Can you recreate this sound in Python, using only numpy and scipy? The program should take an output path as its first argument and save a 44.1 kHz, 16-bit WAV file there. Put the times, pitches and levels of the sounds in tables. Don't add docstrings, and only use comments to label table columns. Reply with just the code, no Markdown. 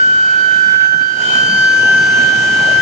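import sys
import numpy as np
from scipy import signal
from scipy.fft import rfft, irfft, next_fast_len
from scipy.io import wavfile
from scipy.ndimage import uniform_filter1d, map_coordinates

SR = 44100
rng = np.random.default_rng(int(sys.argv[2]) if len(sys.argv) > 2 else 0)


def level_to_linear(level):
    exponent = np.asarray(level, float) / 20
    return 10 ** exponent


def transcribe(signal):
    frames = np.atleast_2d(signal).T
    limited = np.clip(frames, -1, 1)
    pcm = np.round(limited * 32767).astype(np.int16)
    wavfile.write(sys.argv[1], SR, pcm)


N = 123921
PORTS = np.array([[1], [-1]])


def unit(x):
    return x / np.sqrt(np.mean(x ** 2) + 1e-20)


def along(points, hz):
    f, value = np.transpose(points)
    return np.interp(np.log(hz + 1), np.log(f + 1), value)


def curves(rows):
    s, *columns = np.transpose(rows)
    t = np.arange(N) / SR
    return np.array([np.interp(t, s, column) for column in columns])


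def wobble(rate):
    at = [np.arange(N) * rate / SR]
    count = int(N * rate / SR) + 4
    return np.array([map_coordinates(knots[:count], at) for knots in rng.standard_normal((2, 1500))])


def filtered(x, response):
    m = next_fast_len(N + SR // 2)
    hz = np.fft.rfftfreq(m, 1 / SR)
    return irfft(rfft(x, m) * response(hz), m)[..., :N]


def partial(phase, field, ripple_db, order):
    left_db, right_db, lead = curves(field)
    t = np.arange(N) / SR
    ripple_early_db = -9 / (1 + np.exp((t - 1.2) / 0.08))
    depth = 2 * level_to_linear(ripple_db + ripple_early_db + 3 * wobble(3))
    beat = 2 * np.pi * 33.4 * t + wobble(1.5)

    shimmer_db = 0.1 * order ** 2 * wobble(22)
    wide_skirt = level_to_linear(-25.5) * wobble(291)
    size = level_to_linear(np.array([left_db, right_db]) + shimmer_db) * (1 + depth * np.cos(beat) + wide_skirt)

    weak_left = 1 / (1 + level_to_linear(2 * (left_db - right_db)))
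    left = lead[0] / 2 + np.cumsum(np.gradient(lead) * weak_left)
    drift = 0.025 * order ** 2 * wobble(16)
    skirt = level_to_linear(-28.5) * wobble(60)[0]
    lean = 0.6 * depth * np.sin(beat)
    turn = np.array([left, left - lead]) + drift + skirt + lean
    return np.sqrt(2) * size * np.sin(phase + turn)


# t/s, pitch f/Hz
CLIMB = [(0, 1525.2), (.4, 1531.9), (.8, 1538.1), (1.2, 1543.6), (1.6, 1548.3), (2, 1551.9), (2.3, 1553.4),
         (2.6, 1554), (2.81, 1553.8)]


def loaded_phase():
    return 2 * np.pi * np.cumsum(curves(CLIMB)[0]) / SR + 4.2


def steady_phase():
    return 2 * np.pi * 1484.3 * np.arange(N) / SR


# t/s, left level/dB, right level/dB, left lead/rad
LOADED_1 = [(0.03, -4.9, -5.1, -2.92), (0.15, -6.7, -7.0, -2.96), (0.21, -6.5, -6.7, -3.1),
            (0.44, -13.8, -4.8, -3.67), (0.74, -14.6, -3.6, -2.68), (0.85, -11.5, -2.0, -2.94),
            (0.95, -16.3, -3.8, -2.73), (1.02, -15.6, -4.7, -2.64), (1.12, -23.6, -8.5, -3.03),
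            (1.17, -37.5, -13.2, -8.36), (1.24, -26.4, -18.8, -8.18), (1.3, -23.9, -24.1, -9.61),
            (1.34, -19.9, -17.7, -10.55), (1.41, -18.0, -13.7, -10.6), (1.48, -16.1, -21.7, -10.89),
            (1.57, -13.7, -16.6, -11.88), (1.64, -12.4, -12.1, -11.76), (1.75, -11.6, -17.3, -11.95),
            (1.83, -12.2, -17.3, -12.6), (1.87, -11.9, -12.4, -12.39), (1.9, -10.8, -11.5, -12.71),
            (2.1, -15.5, -15.0, -13.34), (2.21, -16.0, -11.8, -13.73), (2.28, -23.7, -11.0, -13.26),
            (2.41, -19.6, -15.6, -13.13), (2.76, -14.6, -21.3, -12.23), (2.78, -14.4, -19.0, -12.35)]
LOADED_2 = [(0.03, -45.3, -27.4, 1.2), (0.09, -38.4, -23.5, 1.8), (0.27, -26.3, -30.3, 0.5),
            (0.36, -35.3, -29.4, -0.4), (0.48, -32.6, -25.4, 1.2), (0.53, -27.8, -26.3, 0.8),
            (0.63, -28.8, -33.6, 1.9), (0.7, -26.5, -26.9, 2.8), (1.09, -35.6, -24.8, 4.3),
            (1.11, -41.5, -25.1, 4.5), (1.29, -22.3, -39.1, 5.6), (1.3, -21.0, -37.0, 5.8),
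            (1.35, -23.1, -31.7, 6.2), (1.37, -21.9, -26.4, 6.1), (1.45, -25.3, -25.9, 6.0),
            (1.57, -24.9, -28.7, 5.7), (1.69, -32.1, -29.0, 5.1), (1.77, -36.0, -47.3, 7.8),
            (1.8, -28.7, -38.3, 3.2), (1.84, -30.1, -36.1, 4.3), (1.87, -28.2, -35.7, 4.8),
            (1.89, -25.6, -29.8, 4.5), (2.06, -33.6, -53.0, 8.0), (2.1, -30.3, -42.3, 10.3),
            (2.17, -26.8, -37.4, 11.4), (2.24, -26.5, -47.6, 13.5), (2.69, -33.3, -31.4, 12.1),
            (2.78, -31.9, -33.8, 12.2)]
LOADED_3 = [(.03, -37, -31.5, -2.3), (.15, -33.5, -48, -1.8), (.31, -31, -49, 0), (.36, -37, -50, 0),
            (.39, -29, -49, 0), (.46, -30, -49, 0), (.53, -38, -50, -.7), (.63, -32.5, -50, .5),
            (.69, -32, -42, .5), (.72, -37, -39, 2.9), (.81, -31, -43, 3.7), (.99, -43, -54, 5),
            (1.03, -30, -41, 5.6), (1.12, -32.5, -42, 7), (1.24, -42, -40.5, 9.1), (1.33, -42.5, -40.5, 11),
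            (1.46, -37, -35, 10.4), (1.52, -33, -29.5, 10.6), (1.64, -35.5, -30, 10.7),
            (1.74, -37, -34, 11.3), (1.79, -38, -44, 10.9), (1.97, -42, -40, 10.1), (2.01, -43, -35, 11.5),
            (2.1, -43, -39, 12), (2.18, -44, -45, 13), (2.77, -52, -48, 15)]
LOADED_4 = [(0.03, -45.2, -44.5, -2.5), (0.79, -55.0, -41.3, -1.7), (0.81, -50.0, -38.9, -1.4),
            (0.84, -59.4, -34.4, -0.3), (0.88, -48.8, -33.1, -1.3), (1.3, -50.5, -63.2, 2.7),
            (1.31, -57.3, -52.3, 4.0), (1.33, -56.1, -44.0, 4.5), (1.34, -50.7, -52.7, 4.4),
            (1.61, -55.2, -34.2, 7.9), (1.62, -46.7, -38.8, 6.7), (1.72, -42.5, -35.7, 5.8),
            (1.76, -47.9, -35.1, 6.9), (1.77, -54.4, -34.0, 5.1), (1.97, -42.1, -35.4, 7.2),
            (2.02, -39.1, -38.8, 6.8), (2.04, -41.2, -37.8, 6.9), (2.05, -40.2, -36.2, 6.8),
            (2.31, -45.2, -39.7, 6.7), (2.71, -45.7, -48.8, 6.5), (2.78, -47.9, -44.6, 6.4)]


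def loaded_coil():
    fields = [LOADED_1, LOADED_2, LOADED_3, LOADED_4]
    return sum(partial(order * loaded_phase(), field, -32, order) for order, field in enumerate(fields, 1))


# t/s, left level/dB, right level/dB, left lead/rad
STEADY_1 = [(0.03, -35.6, -17.5, -1.2), (0.53, -24.1, -19.2, 0.1), (0.98, -24.7, -16.9, 2.1),
            (1.28, -21.9, -18.1, 3.5), (1.65, -21.7, -19.1, 3.2), (1.86, -22.0, -20.1, 2.9),
            (2.09, -22.5, -20.8, 2.7), (2.16, -20.7, -21.1, 2.9), (2.24, -24.8, -22.2, 2.9),
            (2.78, -22.1, -21.0, 3.0)]
STEADY_2 = [(0.03, -50.0, -32.8, 4.4), (0.46, -49.1, -43.6, 9.0), (0.7, -56.9, -39.8, 14.9),
            (1.18, -31.1, -43.7, 13.0), (1.49, -36.6, -33.7, 15.5), (1.66, -37.5, -32.1, 16.8),
            (1.82, -36.3, -29.2, 16.9), (2.19, -40.7, -35.1, 17.8), (2.25, -37.9, -35.0, 17.7),
            (2.46, -39.4, -33.1, 17.6), (2.74, -43.3, -31.0, 16.7), (2.78, -43.8, -34.6, 16.2)]


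def steady_coil():
    return partial(steady_phase(), STEADY_1, -22, 1) + partial(2 * steady_phase(), STEADY_2, -30, 2)


def faint_overtones():
    loaded_fifth = level_to_linear(-65 + 4 * wobble(3)) * np.sin(5 * loaded_phase() + wobble(2.8))
    steady_third = level_to_linear(-50 + 4.7 * wobble(20)) * np.sin(3 * steady_phase() + wobble(6.1))
    return loaded_fifth + steady_third


# f/Hz, likeness (1 = the same)
ALIKE = [(30, 0.57), (90, 1), (230, 0.88), (550, 0.64), (900, 0.015), (4500, 0.049), (8000, 0.44),
         (14000, .7)]


def rush(spectrum, patchy_db):
    z = signal.stft(rng.standard_normal((2, N)), nperseg=1024)[2]
    patches = uniform_filter1d(rng.standard_normal(z.shape[1:]), size=5, axis=0)
    patches = uniform_filter1d(patches, size=9, axis=1)
    pair = signal.istft(z * level_to_linear(patchy_db * unit(patches)), nperseg=1024)[1][:, :N]
    closed = [(1, -120)] + list(spectrum) + [(spectrum[-1][0] + 2000, -120)]

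    def response(hz):
        angle = np.arccos(np.clip(along(ALIKE, hz), -1, 1)) / 2
        return level_to_linear(along(closed, hz)) * [np.cos(angle), np.sin(angle)]

    mid, side = filtered(pair, response)
    return unit(np.array([mid + side, mid - side]))


# t/s, left level/dB, right level/dB
GAIN = [(0, -3.5, -4.5), (.48, -4.5, -3.5), (.69, -4, -3.5), (.83, -7, -7), (.94, -6.5, -6.5),
        (1.15, -5, -5), (1.22, 2, 2.2), (1.35, 5, 4.5), (1.49, 2, 2.5), (1.91, 3, 1.26), (2.2, 3, 3),
        (2.39, 4, 2.5), (2.68, 4.5, 5), (2.79, 5.5, 3.5)]


def gain_db():
    return curves(GAIN)


# f/Hz, level/dB per Hz
RUMBLE = [(12, -54), (20, -33.5), (43, -22), (139, -2.5), (275, -5), (363, -5), (562, -10.5), (756, -6.5),
          (1300, -18), (1690, -50.5), (2860, -120)]
# t/s, level/dB
ROLLERS = [(0.0, -37), (0.59, -39), (0.6, -43.5), (0.68, -33.5), (0.81, -45), (1.02, -40), (1.08, -45),
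           (1.2, -37.5), (1.59, -29.5), (1.68, -31.5), (2.06, -23), (2.1, -30.5), (2.18, -24.5),
           (2.34, -31.5), (2.36, -29.5), (2.81, -25)]


def rollers():
    load_db = curves(ROLLERS)[0] - gain_db().mean(axis=0)
    load_db = load_db.mean() + 0.53 * (load_db - load_db.mean())
    rumble = level_to_linear(1.5 + load_db + 0.6 * wobble(11)) * rush(RUMBLE, patchy_db=1.4)
    lag_s = 9 / 44100
    return filtered(rumble, lambda hz: np.exp(-1j * np.pi * hz * lag_s * PORTS))


# f/Hz, level/dB per Hz
HISS = [(600, -18.5), (1100, -4), (2300, -1.5), (4000, -5.5), (6800, -8.5), (8500, -22.5), (10000, -35.5),
        (12000, -56)]
# f/Hz, level/dB
LEFT_PORT = [(3000, -5.5), (6000, -2.5), (7200, -8.5), (9000, -1)]


def water_and_air():
    hiss = level_to_linear(-32 + 0.5 * wobble(5)[0] + 0.7 * wobble(14)) * rush(HISS, patchy_db=2)
    return filtered(hiss, lambda hz: level_to_linear(along(LEFT_PORT, hz) / 2 * PORTS))


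# f/Hz, level/dB per Hz
WHISTLE = [(8000, -11), (10000, -9.5), (13600, -8.5), (14800, -5.5), (15700, 2), (15900, -54.5)]


def whistle():
    return level_to_linear(-64.5 + (0.7 - 1) * gain_db()) * rush(WHISTLE, patchy_db=-2.5)


# t/s, length/s, f/Hz, level/dB
GROANS = [
    (.69, 0.043, 189, -35),
    (0.975, .05, 149, -33.5),
    (1.34, 0.18, 835, -40.5),
    (1.515, .06, 198, -32),
    (1.599, .04, 128, -32),
    (2.005, 0.065, 133, -32.5),
    (2.193, .04, 215, -36.5),
    (2.705, .06, 602, -34),
]


def groans():
    t, out = np.arange(N) / SR, 0
    for s, long, hz, db in GROANS:
        resonance = lambda f: np.exp(-(np.log((f + 1) / hz) / 0.22) ** 2)
        shared, apart = filtered(rng.standard_normal((2, N)), resonance)
        apart = hz / 1200 * apart
        swell = np.exp(-((t - s) / long) ** 2)
        out = out + level_to_linear(db) * swell * unit(np.array([shared + apart, shared - apart]))
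    return out


# t/s, length/s, level/dB
PUMPS = [
    (0.716, 0.051, 5),
    (0.803, 0.065, 8),
    (0.919, 0.033, 8),
    (1.007, 0.031, 6.5),
]


def pumped(x, share):
    t = np.arange(N) / SR
    step = lambda s: 0.5 + 0.5 * np.tanh((t - s) / 0.0056)
    pump_db = sum(db * (step(s) - step(s + long)) for s, long, db in PUMPS)
    pump_db = pump_db - 0.5 * (step(PUMPS[0][0]) - step(sum(PUMPS[-1][:2])))
    low = filtered(x, lambda hz: 1 / (1 + (hz / 4130) ** 8))
    return x + low * (level_to_linear(share * np.array([0 * t, pump_db])) - 1)


def scene():
    coils = loaded_coil() + steady_coil() + faint_overtones()
    hall = rollers() + water_and_air() + whistle() + groans()
    return pumped(coils, 0.36) + pumped(hall, 1)


def band_limit(x):
    return signal.sosfilt(signal.butter(12, 15800, fs=SR, output="sos"), x)


def record(dry):
    level = dry * level_to_linear(gain_db())
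    knee = 24
    soft = level / (0.5 + np.abs(level) ** knee) ** (1 / knee)
    return band_limit(soft)


dry = scene()
out = record(dry)
transcribe(out)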